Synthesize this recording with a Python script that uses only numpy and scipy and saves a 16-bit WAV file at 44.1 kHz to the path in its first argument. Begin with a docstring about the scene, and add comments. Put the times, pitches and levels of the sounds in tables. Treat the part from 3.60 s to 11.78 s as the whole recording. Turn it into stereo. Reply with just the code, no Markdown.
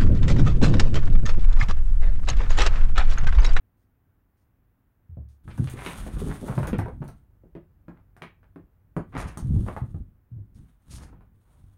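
"""Cat on a sofa.

A cat steps off a window sill, leaps onto a sofa, scrambles up its back, pulls a cushion down and
climbs again. Its weight booms in the padded seat, paws slap the cover and knock the frame, claws tick
and rake in the weave, and fabric rubs close to the microphone. The room is quiet but for a low hum.
The two microphone ports of a hand-held camera colour the treble differently."""
import sys
import numpy as np
from scipy import signal
from scipy.fft import rfft, irfft, next_fast_len
from scipy.io import wavfile
from scipy.ndimage import map_coordinates

SR = 44100
rng = np.random.default_rng(int(sys.argv[2]) if len(sys.argv) > 2 else 0)


def wav_record(signal):
    """Record a signal, one row per channel, as 16-bit PCM in the file named by sys.argv[1]."""
    frames = np.transpose(np.atleast_2d(signal))
    bounded = np.clip(frames, -1, 1)
    # unit amplitude maps onto the largest positive 16-bit level
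    quanta = np.round(bounded * 32767).astype(np.int16)
    wavfile.write(sys.argv[1], SR, quanta)


N = 360547


def amp(db):
    """Decibels to gain."""
    return 10 ** (np.asarray(db) / 20)


def unit(x):
    """Scale to rms 1."""
    return x / np.sqrt(np.mean(x ** 2) + 1e-20)


def along(points, hz):
    """Read (frequency, value) points on a log axis."""
    freqs, values = np.transpose(points)
    return np.interp(np.log(hz + 1), np.log(freqs + 1), values)


def gains(rows):
    """Gain per sample for each dB column, faded outside the rows."""
    times, *levels = np.transpose(rows)
    t = np.arange(N) / SR
    fade = np.clip(np.minimum(t - times[0], times[-1] - t) / 0.038 + 1, 0, 1)
    return [fade * amp(np.interp(t, times, db)) for db in levels]


def wobble(rate_hz):
    """Smooth random curve."""
    knots = rng.standard_normal(int(N * rate_hz / SR) + 4)
    return map_coordinates(knots, [np.arange(N) * rate_hz / SR])


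def filtered(x, response):
    """Apply a complex frequency response."""
    n = x.shape[-1]
    padded = next_fast_len(n + SR // 10)
    return irfft(rfft(x, padded) * response(np.fft.rfftfreq(padded, 1 / SR)), padded)[..., :n]


def coloured(x, spectrum):
    """Apply a (frequency, gain) curve in dB."""
    return filtered(x, lambda hz: amp(along(spectrum, hz)))


def add(track, start_s, sound):
    """Mix a sound into the track."""
    part = track[:, round(start_s * SR):][:, :sound.shape[-1]]
    part += sound[..., :part.shape[1]]


# Left-right likeness: (frequency [Hz], coherence [0..1])
ALIKE = [(60, 0.76), (140, 0.88), (280, 0.76), (640, 0.29), (1400, 0), (3000, 0), (8000, 0)]


def spread(pair):
    """Two independent signals to stereo: alike in the bass, unrelated in the treble."""
    def mid_side(hz):
        angle = np.arccos(np.clip(along(ALIKE, hz), -1, 1)) / 2
        return np.array([np.cos(angle), np.sin(angle)])
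    mid, side = filtered(pair, mid_side)
    return np.array([mid + side, mid - side])


# Room decay: (frequency [Hz], T60 [s])
ROOM_T60 = [(60, 0.34), (200, 0.18), (700, 0.2), (2500, 0.27), (6000, 0.18), (14000, 0.15)]


def in_room(x, wet_db, build_s):
    """Direct sound plus reflections from a new spot; each frequency dies at its own rate."""
    n = SR // 4
    hz, t, noise = signal.stft(rng.standard_normal((2, n)), SR, nperseg=256)
    decay = amp(-60 * t / along(ROOM_T60, hz)[:, None])
    tail = signal.istft(noise * decay, SR, nperseg=256)[1][:, :n]
    tail = spread(tail) * (1 - np.exp(-np.arange(n) / SR / build_s))
    wet = signal.fftconvolve(np.atleast_2d(x), tail, axes=1)[:, :x.shape[-1]]
    return x + amp(wet_db) * unit(wet) * np.sqrt(np.mean(x ** 2))


# Still air: (frequency [Hz], relative level [dB])
AIR_SPECTRUM = [(12, -35), (20, -14), (37, -5), (59, -5.5), (74, -13.5), (107, 2), (130, -11.5),
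                (268, -9.5), (345, -16.5), (603, -22.5), (693, -21.5), (1560, -23), (4500, -44),
                (8550, -45.5), (15800, -28.5)]
# Room noise: (time [s], rumble [dB], hum [dB])
BACKGROUND_LEVELS = [(0, -69.5, -77), (1.3, -66, -80.5), (3.7, -58, -63), (5.2, -60.5, -61.5),
                     (6.6, -63, -81.5), (8.18, -65, -57)]


def background():
    """Still air, a low rumble and an appliance that hums louder near the sofa."""
    rumble_gain, hum_gain = gains(BACKGROUND_LEVELS)
    air = unit(coloured(spread(rng.standard_normal((2, N))), AIR_SPECTRUM))
    rumble_hz_db = [(15, -14.5), (45, 3), (110, -4.5), (250, -20), (900, -33), (3000, -55)]
    rumble = unit(coloured(spread(rng.standard_normal((2, N))), rumble_hz_db))
    hum_hz = 97 + 1.2 * wobble(rate_hz=7.2)
    phase = 2 * np.pi * np.cumsum(hum_hz) / SR
    hum = amp(1.6 * wobble(rate_hz=9.6)) * unit(np.sin(phase) + 0.56 * np.sin(phase / 2))
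    return amp(-69) * air + rumble_gain * rumble + hum_gain * hum


def slips(rate_hz, scatter_db, hiss, size=N):
    """Threads slip past each other: two trains of tiny uneven impulses on a smooth hiss."""
    shape = (2, size)
    grains = (rng.random(shape) < rate_hz / SR) * rng.standard_normal(shape)
    grains *= amp(scatter_db * rng.standard_normal(shape))
    return unit(grains) + hiss * rng.standard_normal(shape)


# Cloth in motion: (time [s], padding heave [dB], weave slide [dB])
SCRAMBLE = [(1.87, -44, -70), (2.28, -46, -47.5), (2.48, -38, -58), (2.69, -30, -51), (2.8, -46, -56),
            (3.07, -34, -60.5), (3.16, -39, -86), (3.53, -45, -75.5), (3.7, -76, -100)]
TUMBLE = [(5.47, -54.5, -92.5), (5.6, -36, -72), (5.75, -44.5, -76), (5.91, -27, -67.5),
          (6.091, -35.5, -59), (6.17, -44, -67), (6.399, -41, -82), (6.58, -68, -101)]
CLIMB = [(6.731, -49, -88), (6.92, -58, -100), (6.989, -43, -73), (7.198, -72, -86.5),
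         (7.339, -39.5, -57.5), (7.55, -50, -101), (7.84, -66, -80.5), (8.04, -59.5, -77),
         (8.18, -63, -83.5)]
# Low padding heave: (frequency [Hz], relative level [dB])
PADDING_SPECTRUM = [(15, -4.5), (30, 2.5), (55, 7.5), (130, -2), (200, -6.5), (330, -18), (600, -41),
                    (1500, -82)]
# Hiss of fabric rubbing close to the microphone: (frequency [Hz], relative level [dB])
WEAVE_SPECTRUM = [(100, -18.5), (350, 3.5), (1200, 11.5), (2400, -0.5), (3500, 5.5), (5000, -2.5),
                  (8000, 1.5), (11000, -5), (15500, -9.5)]


def cloth():
    """Padding heaves; fabric close to the microphone hisses in uneven tugs."""
    heave, slide = np.sum([gains(rows) for rows in (SCRAMBLE, TUMBLE, CLIMB)], axis=0)
    padding = unit(coloured(spread(slips(rate_hz=330, scatter_db=3.5, hiss=0.84)), PADDING_SPECTRUM))
    threads = spread(slips(rate_hz=1800, scatter_db=2.5, hiss=1.0))
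    tugs = amp(2.7 * wobble(rate_hz=45))
    weave = unit(coloured(threads * tugs, WEAVE_SPECTRUM))
    return amp(2.5) * heave * padding + amp(4.5) * slide * weave


# Rakes over cloth: (time [s], level [dB], hold [s])
SCRAPES = [(0.16, -84.5, 0.078), (0.76, -82, .07), (1.689, -73.5, 0.041), (5.569, -46.5, 0.045),
           (5.666, -49.5, 0.008), (5.771, -57.5, 0.029), (6.94, -68, 0.029), (7.295, -49, 0.075),
           (7.413, -54.5, 0.02)]
# Raked threads: (frequency [Hz], relative level [dB])
RAKE_SPECTRUM = [(100, -29), (400, 0), (1500, -5), (3000, 2.5), (5000, 6.5), (7000, 5.5), (11000, -4.5),
                 (15500, -17)]


def scrapes(attack_s=0.018, release_db_per_s=309):
    """Claws or fur rake across the threads: quick attack, steady pull, release."""
    pull, t = np.zeros(N), np.arange(N) / SR
    for s, db, hold_s in SCRAPES:
        attack = np.clip((t - s) / attack_s, 0, 1)
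        pull += attack * amp(db - release_db_per_s * np.maximum(t - s - hold_s, 0))
    threads = spread(slips(rate_hz=2500, scatter_db=6.5, hiss=0.96))
    return pull * unit(coloured(threads, RAKE_SPECTRUM))


def contact(force, hz, low_cut_hz, damping):
    """A cushioned contact passes sound up to its soft resonance and falls steeply above it."""
    def response(f):
        low_cut = 1j * f / (1j * f + low_cut_hz)
        resonance = 1 / (1 - (f / hz) ** 2 + 1j * f / hz * damping)
        return low_cut * resonance / (1 + 1j * f / (0.86 * hz))
    return filtered(force, response)


def add_stroke(track, peak_s, db, hz, rise_s, fade_s):
    """A stroke gathers speed, drags threads through a soft resonance and dies away."""
    lead_s = 2.5 * rise_s
    t = np.arange(2 * SR // 3) / SR - lead_s
    speed = np.where(t < 0, np.exp(-(t / rise_s) ** 2), amp(-20 * np.abs(t) / fade_s))
    drag = slips(rate_hz=1000, scatter_db=3, hiss=0.34, size=len(t))[0]
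    stroke = speed * unit(contact(drag, hz, low_cut_hz=0.14 * hz, damping=1.0))
    add(track, peak_s - lead_s, amp(db - 4.5) * in_room(stroke, wet_db=-2, build_s=0.0031))


# Strokes on cloth: (peak time [s], level [dB], brightness [Hz], 20 dB fade [s])
RUBS = [(1.912, -45, 2820, .04), (2.25, -39, 2160, 0.37), (2.49, -48, 790, 0.066), (2.68, -27.5, 350, .085),
        (2.71, -35, 1740, 0.064), (2.839, -33, 375, 0.096), (2.904, -32, 1110, 0.089),
        (3.06, -32, 1260, 0.059), (3.428, -39, 1130, 0.045), (4.374, -53.5, 1320, 0.043),
        (4.63, -43, 940, 0.051), (5.578, -28.5, 1640, 0.12), (5.679, -42, 2010, .08), (6.0, -39, 270, 0.11),
        (6.087, -30.5, 1170, .05), (6.235, -45, 258, 0.041), (7.06, -72, 2250, 0.13),
        (7.42, -51.5, 1530, 0.18), (7.919, -66.5, 1130, .27)]


def rubs():
    """Paw, fur and cushion rub over the cover."""
    out = np.zeros((2, N))
    for s, db, hz, fade_s in RUBS:
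        add_stroke(out, s, db, hz, rise_s=0.24 * fade_s, fade_s=fade_s)
    return out


def tick(db, low_cut_hz=2500, high_cut_hz=7000):
    """A claw snaps free of a thread: thin and bright."""
    t = np.arange(SR // 4) / SR
    snap = rng.standard_normal(len(t)) * amp(-60 * t / 0.005)
    snap = filtered(snap, lambda f: (1j * f / (1j * f + low_cut_hz)) ** 2 / (1 + 1j * f / high_cut_hz))
    return amp(db - 2) * in_room(snap / np.abs(snap).max(), wet_db=6.5, build_s=0.002)


# Claw catches: (time [s], level [dB])
CLAWS = [(1.6881, -54), (1.9771, -39.5), (2.0995, -31.5), (2.8753, -36.5), (2.955, -40), (2.988, -37.5),
         (3.031, -39.5), (3.0716, -28), (3.1851, -31.5), (3.441, -49.5), (3.4795, -42), (4.567, -51),
         (5.774, -30.5)]


def claws():
    """Claws catch hard in the weave."""
    out = np.zeros((2, N))
    for s, db in CLAWS:
        add(out, s, tick(db))
    return out


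def ring(hz, t60_s, attack_s):
    """One damped vibration, peak 1."""
    t = np.arange(SR // 2) / SR
    x = np.sin(2 * np.pi * hz * t) * amp(-60 * t / t60_s) * (1 - np.exp(-t / attack_s)) ** 2
    return x / np.abs(x).max()


def boom(db, hz, firm_db=-29, firm_cycles=11, halving_db=17.5):
    """The padded seat bounces; a heavier landing sinks deeper into the foam and dies sooner."""
    t60_s = firm_cycles / hz * 2 ** ((firm_db - db) / halving_db)
    modes = ring(hz, t60_s, attack_s=0.0079) + 0.48 * ring(1.305 * hz, 0.49 * t60_s, attack_s=0.0048)
    return amp(db - 3.5) * in_room(modes, wet_db=-1, build_s=0.005)


# Weight on sill and seat: (time [s], level [dB], pitch [Hz])
LANDINGS = [(1.492, -32.5, 83.7), (1.569, -28, 110), (1.875, -26.5, 130.6), (1.981, -25, 168),
            (1.995, -10.5, 128), (2.135, -29.5, 121), (2.391, -26.5, 42.3), (2.556, -30, 151.1),
            (2.895, -20.5, 142), (2.975, -13, 140.4), (3.014, -24.5, 120), (3.182, -16.5, 103),
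            (3.404, -23, 151), (5.365, -33.5, 52.7), (5.844, -18, 131), (5.891, -12.5, 80.4),
            (5.905, -14, 133), (5.945, -11, 93), (5.975, -23.5, 214), (6.017, -21.5, 120),
            (6.216, -17.5, 115.4), (6.341, -21.5, 104), (6.715, -31, 120.8), (6.764, -27.5, 97.7),
            (6.954, -44, 100), (7.324, -37, 63.5), (7.989, -44, 87)]
# Steps on the sill: (time [s], level [dB])
SILL_STEPS = [(1.494, -42.5), (1.572, -33.5)]


def landings():
    """The cat's weight lands with a boom and creases the cover; the sill rings under its steps."""
    out = np.zeros((2, N))
    for s, db, hz in LANDINGS:
        add(out, s, boom(db, hz))
        add_stroke(out, s + 0.02, db - 22, hz=285, rise_s=0.01, fade_s=0.041)  # crease
    for s, db in SILL_STEPS:
        add(out, s, amp(db) * ring(hz=70.3, t60_s=0.53, attack_s=0.011))
    return out


def blow(db, hz, damping):
    """An impulse and a scuff hit a damped resonance; it hardly rings, the room carries it on."""
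    t = np.arange(SR // 4) / SR
    scuff = 0.081 * rng.standard_normal(len(t)) * amp(-60 * t / 0.036)
    direct = contact((t == 0) + scuff, hz, low_cut_hz=120, damping=damping)
    heard = in_room(direct, wet_db=3.5, build_s=0.0022)
    return amp(db) * heard / np.abs(heard).max()


# Paw strikes: (time [s], frame knock [dB], cover slap [dB], slap brightness [Hz])
PAWS = [(1.571, -40, -67, 900), (1.879, -41, -34, 1380), (1.979, -40.5, -34.5, 1360),
        (2.074, -61, -27.5, 3020), (2.138, -32, -44, 1500), (2.263, -29.5, -18, 2700),
        (2.465, -31, -33.5, 740), (2.568, -40, -32.5, 1100), (2.617, -23, -40.5, 1100),
        (2.883, -29, -26.5, 1160), (2.979, -24, -20.5, 1220), (3.031, -33, -22.5, 1350),
        (3.076, -30, -25, 1580), (3.131, -15.5, -24.5, 2110), (3.19, -26, -20.5, 1440),
        (3.259, -34, -29, 1030), (3.283, -45, -27.5, 826), (3.419, -36, -36.5, 1110),
        (3.487, -55, -36.5, 1220), (3.836, -46, -65, 1200), (3.952, -31.5, -42.5, 2100),
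        (4.283, -34.5, -37, 1170), (4.566, -66, -40.5, 1660), (4.621, -37.5, -24, 2500),
        (4.831, -67, -49.5, 1700), (4.96, -36.5, -41.5, 1345), (5.366, -19.5, -20.5, 977),
        (5.531, -54, -41.5, 1500), (5.552, -27, -25.5, 1550), (5.773, -32.5, -28.5, 1070),
        (6.065, -39, -32, 895), (6.165, -41, -22.5, 1096), (6.345, -46.5, -43, 955),
        (7.529, -48.5, -48, 1000), (7.609, -70, -48, 1350)]


def paws(frame_hz=356, seat_hz=170.4):
    """Each paw knocks the frame, booms the seat, slaps the cover, touches with its claws and skids."""
    out = np.zeros((2, N))
    for s, knock_db, slap_db, slap_hz in PAWS:
        add(out, s, blow(knock_db, frame_hz, damping=0.87))
        add(out, s, boom(knock_db - 6.5, seat_hz))
        add(out, s, blow(slap_db, slap_hz, damping=0.84))
        add(out, s, tick(slap_db - 24))
        add_stroke(out, s + 0.012, slap_db - 18.5, slap_hz, rise_s=0.006, fade_s=0.032)  # skid
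    return out


# Microphone ports: (frequency [Hz], gain [dB])
LEFT_PORT = [(60, -1.8), (250, 1.5), (1000, 0), (2400, -2.5), (4500, -1), (7300, -9.5), (8500, 8),
             (11000, 8), (13000, 1), (15500, 2)]
RIGHT_PORT = [(60, -0.16), (250, 1), (1000, -0.5), (2400, 2), (4500, -3.5), (6800, 2.5), (8400, -11),
              (11000, -11), (13000, -1.5), (15500, -12.5)]


def scene():
    """The quiet room, plus cloth and cat through the two ports."""
    left, right = cloth() + scrapes() + rubs() + claws() + landings() + paws()
    return background() + np.array([coloured(left, LEFT_PORT), coloured(right, RIGHT_PORT)])


def record(dry):
    """Brick-wall band limit."""
    return filtered(dry, lambda hz: hz < 15850)


dry = scene()
out = record(dry)
wav_record(out)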